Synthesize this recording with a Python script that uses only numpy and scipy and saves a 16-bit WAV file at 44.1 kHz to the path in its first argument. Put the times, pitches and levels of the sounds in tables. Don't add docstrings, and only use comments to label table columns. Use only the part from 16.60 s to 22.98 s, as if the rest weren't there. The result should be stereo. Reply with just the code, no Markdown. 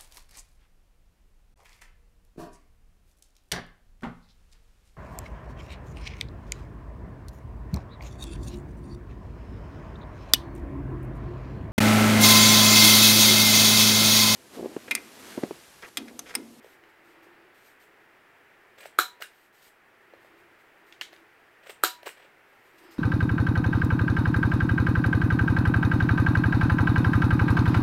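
import sys
import numpy as np
from scipy import signal
from scipy.fft import rfft, irfft, next_fast_len
from scipy.io import wavfile
from scipy.ndimage import uniform_filter1d, minimum_filter1d, map_coordinates

SR = 44100
rng = np.random.default_rng(int(sys.argv[2]) if len(sys.argv) > 2 else 0)


def wav_record(signal):
    frames = np.transpose(np.atleast_2d(signal))
    bounded = np.clip(frames, -1, 1)
    quanta = np.round(bounded * 32767).astype(np.int16)
    wavfile.write(sys.argv[1], SR, quanta)


N = 281446
T = np.arange(SR // 2) / SR

# (frequency [Hz], level [dB])
FAN_AIR_SPECTRUM = [(20, -14), (45, -19), (100, -11.5), (220, -11.5), (320, -6), (395, -1.5), (540, -7),
                    (800, -3.5), (1050, -5.5), (1850, -2), (2400, -8.5), (3500, -19), (6000, -27.5),
                    (10000, -30), (15000, -28)]
# (frequency [Hz], left-right correlation [0-1])
FAN_LIKENESS = [(60, 0.098), (300, 0.36), (640, 0.65), (1400, 0.11), (3000, .25), (8000, .05)]
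# (frequency [Hz], left minus right [dB])
FAN_BALANCE = [(60, 3), (200, -2.5), (700, -1.5), (2000, -4), (4400, -2), (9000, 3)]
FAN_DB = -55
SAG_S, SAG_DB, SAG_FALL_S, SAG_RECOVER_S = 2.85, -3.5, 0.26, 0.42

# (start [s], length [s], level [dB])
PALM_SHIFTS = [(-.1, 0.54, -63.5), (.35, 0.63, -59), (1.2, 0.55, -68), (3.4, 0.62, -63.5),
               (4.1, 0.7, -66.5), (6.1, 0.54, -55.5)]
# (frequency [Hz], level [dB])
HOLLOW_SPECTRUM = [(40, -25), (220, -21), (300, -11.5), (340, 1), (400, -13.5), (600, -20.5), (1200, -19),
                   (2700, -26), (4000, -32), (5200, -34), (6500, -65)]
# (start [s], length [s], level [dB])
CARD_SLIDES = [(.02, .13, -63), (.28, 0.027, -70), (.43, .11, -68), (.62, 0.034, -63), (.94, .19, -65),
               (1.04, 0.053, -65.5), (1.195, 0.05, -60.5), (2.71, 0.16, -67), (2.925, .11, -63),
               (3.02, 0.075, -58), (3.60, 0.077, -70), (3.765, 0.048, -69), (3.985, 0.037, -70),
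               (4.26, 0.054, -65), (4.55, 0.067, -76), (5.87, 0.21, -75), (6.04, 0.25, -71),
               (6.178, 0.02, -58), (6.225, .03, -67), (6.305, 0.043, -56.5)]
# (frequency [Hz], level [dB])
PAPER_SPECTRUM = [(500, -5), (2000, -4.5), (3000, 2.5), (6000, -2), (8200, 2.5), (10000, -2.5), (14000, 1),
                  (16000, -17)]
# (frequency [Hz], level [dB])
SKID_SPECTRUM = [(300, -26), (1100, -2), (2700, -1), (3800, -25), (4700, -2), (5200, 3), (6000, -24),
                 (15000, -25.5)]
PALM_EDGE_S, SLIDE_EDGE_S = 0.25, 0.009
SKID_S, SKID_LENGTH_S, SKID_DB, SKID_EDGE_S = 6.17, .4, -62.5, 0.28

# (time [s], knock level [dB], knock frequency [Hz], tick level [dB])
CONTACTS = [(.045, -25, 480, -34), (.062, -29, 466, -48), (.667, -32, 422, -44), (2.1835, -32, 600, -33),
            (2.2565, -19, 616, -23), (2.6032, -28.5, 640, -39), (2.617, -20, 1540, -42),
            (2.6217, -11, 1560, -12), (2.6231, -15, 2810, -13), (3.5365, -24.5, 530, -37.5),
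            (3.538, -42, 4200, -47), (3.647, -33, 605, -39), (4.530, -28.5, 657, -26.5),
            (5.0955, -20.5, 555, -25), (5.1005, -23.5, 680, -24), (5.4309, -25.5, 637, -24.5),
            (5.4693, -16.5, 460, -24), (5.4725, -15.5, 990, -24), (5.4785, -18, 1575, -18),
            (5.4903, -27, 2840, -18.5)]
# (frequency [Hz], level [dB])
TICK_SPECTRUM = [(100, -20), (400, -9.5), (900, -10), (1700, 3.5), (3100, -4), (5000, -9.5), (8200, -12.5),
                 (10500, -11), (15000, -16)]
TICK_T60_S = .013
# (frequency [Hz], gain [dB])
CASE_RADIATION = [(30, -17), (120, -5), (220, -24), (340, 4), (1000, 1)]

# (time [s], level [dB])
BUCKLES = [(0.2372, -32.5), (4.3243, -22), (4.4117, -4), (4.4182, -11), (4.525, -33), (4.538, -29),
           (4.563, -29.5)]
# (frequency [Hz], level [dB])
BUCKLE_SPECTRUM = [(100, -40), (350, -24), (1150, -16), (1850, -0.5), (2400, -7), (3000, -1.5),
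                   (4200, -9.5), (6200, -13.5), (8500, -17.5), (10500, -26), (13500, -22), (16000, -39)]

# (start [s], length [s], groan level [dB], grit level [dB], swell per jerk [dB])
RUBS = [(2.188, .071, -51.5, -53.5, 1.04), (2.617, 0.026, -50, -43, -11), (5.039, 0.062, -55.5, -57.5, 6.5),
        (5.468, 0.047, -38.5, -40.5, -15), (5.576, 0.076, -53.5, -63, -0.5)]
# (frequency [Hz], level [dB])
GROAN_SPECTRUM = [(60, -24), (280, -18), (450, -0.5), (660, 1.5), (880, -10), (1550, -3.5), (2600, -2.5),
                  (3800, -10.5), (6000, -23), (15000, -37)]
# (frequency [Hz], level [dB])
GRIT_SPECTRUM = [(100, -23.5), (700, -13.5), (1600, -1.5), (2600, 1), (4000, -2.5), (6500, -5), (8200, 6),
                 (9500, -8.5), (14000, -4.5), (16000, -14)]
JERK_SPACING_S, JERK_WIDTH_S = .026, 0.0063

# (time [s], shell [dB], bass change [dB], crack [dB], crack tilt [dB per octave], long ring change [dB])
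BLADE_SNAPS = [(2.3875, 0.5, -1.5, 7, -1, -5), (5.2362, -3.5, 5.5, 9, -0.6, -7)]
# (frequency [Hz], relative level [dB], t60 [s])
PUNCH_MODES = [(417, -12.5, 0.012), (545, -15, 0.009), (1361, 9.5, 0.0096), (1525, -5.5, 0.016),
               (2190, -11, 0.011), (3150, -10, 0.0039), (3996, 0, 0.0089), (354.5, -37.5, 0.13),
               (744, -33.5, 0.18), (1299, -18, 0.14), (1380, -36, 0.19), (1509, -37, 0.18),
               (3900, -33.5, 0.17), (4000, -37, 0.11)]
# (frequency [Hz], level [dB])
SHEAR_SPECTRUM = [(60, -18), (250, -7.5), (900, -10), (2000, 1.5), (3100, 5.5), (4200, 6), (5800, 0.5),
                  (7200, 4.5), (8200, 2.5), (10000, -3.5), (12000, -0.5), (13000, 8), (14200, 0.5),
                  (15800, -8)]
SHARP_ATTACK_S = .0002

# (time [s], level [dB])
SPRING_JOLTS = [(2.388, -44), (5.237, -40)]

# (frequency [Hz], t60 [s])
ROOM_DECAY = [(150, 0.13), (500, 0.22), (1400, 0.18), (4000, 0.24), (8000, 0.21), (15000, 0.18)]
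# (frequency [Hz], relative reflected level [dB])
WALL_REFLECTION = [(150, -10.5), (450, -1.5), (1000, -2.5), (1400, 3.5), (3500, 4), (5500, 2.5), (8000, 5),
                   (14000, 5)]
FIRST_WALL_S, CRACK_WET_DB, RUBBING_WET_DB = .0098, -4.3, -4

LIMITER_S, TOP_HZ = .0006, 15900


def amp(db):
    return 10 ** (np.asarray(db) / 20)


def unit(x):
    return x / np.sqrt(np.mean(x ** 2) + 1e-20)


def packet(x):
    return x / np.linalg.norm(x)


def along(points, hz):
    f, v = np.transpose(points)
    return np.interp(np.log(hz + 1), np.log(f + 1), v)


def wobble(rate):
    knots = rng.standard_normal(int(N * rate / SR) + 4)
    return map_coordinates(knots, [np.arange(N) * rate / SR])


def filtered(x, response):
    n = x.shape[-1]
    m = next_fast_len(n + SR // 4)
    return irfft(rfft(x, m) * response(np.fft.rfftfreq(m, 1 / SR)), m)[..., :n]


def coloured(x, spectrum, size=4096):
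    cepstrum = irfft(np.log(amp(along(spectrum, np.fft.rfftfreq(size, 1 / SR)))))
    cepstrum[1:size // 2] *= 2
    cepstrum[size // 2 + 1:] = 0
    impulse = irfft(np.exp(rfft(cepstrum)))
    return signal.fftconvolve(x, impulse)[:len(x)]


def add(track, s, sound):
    part = track[round(s * SR):][:len(sound)]
    part += sound[:len(part)]


def ring(hz, t60, attack):
    decay = amp(-60 * T / t60)
    return np.sin(2 * np.pi * hz * T) * decay * (1 - np.exp(-(T / attack) ** 2))


def burst(spectrum, t60, attack=SHARP_ATTACK_S):
    shape = amp(-60 * T / t60) * (1 - np.exp(-T / attack))
    return packet(coloured(rng.standard_normal(len(T)) * shape, spectrum))


def friction(spectrum, rate, rough_db):
    rough = rng.standard_normal(N) * amp(rough_db * wobble(rate))
    return unit(coloured(rough, spectrum))


def gestures(rows, edge_s):
    t = np.arange(N) / SR
    gain = np.zeros(N)
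    for s, length, db in rows:
        to_edge = np.minimum(t - s, s + length - t)
        rise = np.clip(to_edge / min(edge_s, length / 2), 0, 1)
        gain += amp(db) * np.sin(np.pi / 2 * rise)
    return gain


def from_right(pair, lag_ms, lead_db):
    sides = np.array([[-.5], [.5]])
    lag_s = sides * lag_ms / 1000
    return amp(sides * lead_db) * filtered(pair, lambda hz: np.exp(2j * np.pi * hz * lag_s))


def fan():
    def mid_side(hz):
        angle = np.arccos(np.clip(along(FAN_LIKENESS, hz), -1, 1)) / 2
        return amp(along(FAN_AIR_SPECTRUM, hz)) * [np.cos(angle), np.sin(angle)]

    def balance(hz):
        return amp(along(FAN_BALANCE, hz) * np.array([[.5], [-.5]]))

    mid, side = filtered(rng.standard_normal((2, N)), mid_side)
    pair = filtered(np.array([mid + side, mid - side]), balance)
    since = np.arange(N) / SR - SAG_S
    sag = np.exp(-(since / np.where(since < 0, SAG_FALL_S, SAG_RECOVER_S)) ** 2)
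    return amp(FAN_DB + SAG_DB * sag) * unit(from_right(pair, lag_ms=0.37, lead_db=0))


def handling():
    palm = gestures(PALM_SHIFTS, PALM_EDGE_S) * friction(HOLLOW_SPECTRUM, rate=62, rough_db=1.5)
    hiss = gestures(CARD_SLIDES, SLIDE_EDGE_S) * friction(PAPER_SPECTRUM, rate=200, rough_db=1.0)
    slide_aside = gestures([(SKID_S, SKID_LENGTH_S, SKID_DB)], SKID_EDGE_S)
    skid = slide_aside * friction(SKID_SPECTRUM, rate=59, rough_db=1)
    return hiss + palm + skid


def knocks():
    out = np.zeros(N)
    for s, db, hz, tick_db in CONTACTS:
        note = amp(db) * packet(ring(hz, 0.014, attack=0.00038))
        tick = amp(tick_db) * burst(TICK_SPECTRUM, TICK_T60_S)
        add(out, s, note + tick)
    return coloured(out, CASE_RADIATION)


def pops():
    out = np.zeros(N)
    for s, db in BUCKLES:
        add(out, s, amp(db) * burst(BUCKLE_SPECTRUM, t60=0.016))
    return out


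def scrapes():
    t = np.arange(N) / SR
    groan, grit = np.zeros((2, N))
    for s, length, groan_db, grit_db, swell_db in RUBS:
        jerk_times = np.linspace(s, s + length, round(length / JERK_SPACING_S) + 1)
        for k, at in enumerate(jerk_times):
            jerk = amp(k * swell_db) * np.exp(-.5 * ((t - at) / JERK_WIDTH_S) ** 2)
            groan += amp(groan_db) * jerk
            grit += amp(grit_db) * jerk
    shudder = groan * friction(GROAN_SPECTRUM, rate=220, rough_db=0)
    return shudder + grit * friction(GRIT_SPECTRUM, rate=290, rough_db=4)


def snaps():
    out = np.zeros(N)
    for s, db, bass_db, crack_db, tilt_db, long_db in BLADE_SNAPS:
        for hz, level, t60 in PUNCH_MODES:
            upper_db = long_db if t60 > 0.1 else 0
            colour_db = along([(700, bass_db), (1300, upper_db)], hz)
            add(out, s, amp(db + level + colour_db) * ring(hz, t60, attack=0.0014))
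        shear = [(hz, level + tilt_db * np.log2(hz / 4000)) for hz, level in SHEAR_SPECTRUM]
        first_fibres = burst(shear, t60=0.018, attack=.004)
        add(out, s - .004, amp(crack_db - 24.5) * first_fibres)
        add(out, s + 0.00038, amp(crack_db) * burst(shear, t60=0.0094, attack=0.0008))
    return coloured(out, CASE_RADIATION)


def spring():
    out = np.zeros(N)
    for s, db in SPRING_JOLTS:
        add(out, s, amp(db) * ring(969, t60=.6, attack=.002))
    return out


def room(x):
    hz, t, z = signal.stft(rng.standard_normal((2, len(T))), SR, nperseg=256)
    decay = amp(-60 * t / along(ROOM_DECAY, hz)[:, None])
    tail = signal.istft(z * decay, SR, nperseg=256)[1][:, :len(T)]
    build = 1 - np.exp(-T / .004)
    tail = filtered(tail, lambda f: amp(along(WALL_REFLECTION, f))) * build
    return signal.fftconvolve(x[None], np.sqrt(2) * packet(tail), axes=1)[:, :N]


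def scene(count=6):
    rubbing = scrapes() + handling()
    direct = from_right(snaps() + spring(), lag_ms=0.1, lead_db=3.0)
    direct += from_right(knocks() + pops() + rubbing, lag_ms=0.054, lead_db=3.0)
    delay = round(FIRST_WALL_S * SR)
    first_wall = amp(-14.5) * np.pad(snaps(), (delay, 0))[:N]
    walls = np.zeros((2, N))
    for _ in range(count):
        walls += room(amp(CRACK_WET_DB) * snaps() + amp(-4) * knocks() + amp(-6.0) * pops())
    walls /= np.sqrt(count)
    return direct + first_wall + walls + room(amp(RUBBING_WET_DB) * rubbing) + fan()


def record(dry):
    needed = 1 / np.maximum(np.abs(dry).max(axis=0), 1)
    span = round(LIMITER_S * SR)
    gain = uniform_filter1d(minimum_filter1d(needed, size=span), size=span)
    return filtered(gain * dry, lambda hz: 1 / (1 + (hz / TOP_HZ) ** 120))


dry = scene()
out = record(dry)
wav_record(out)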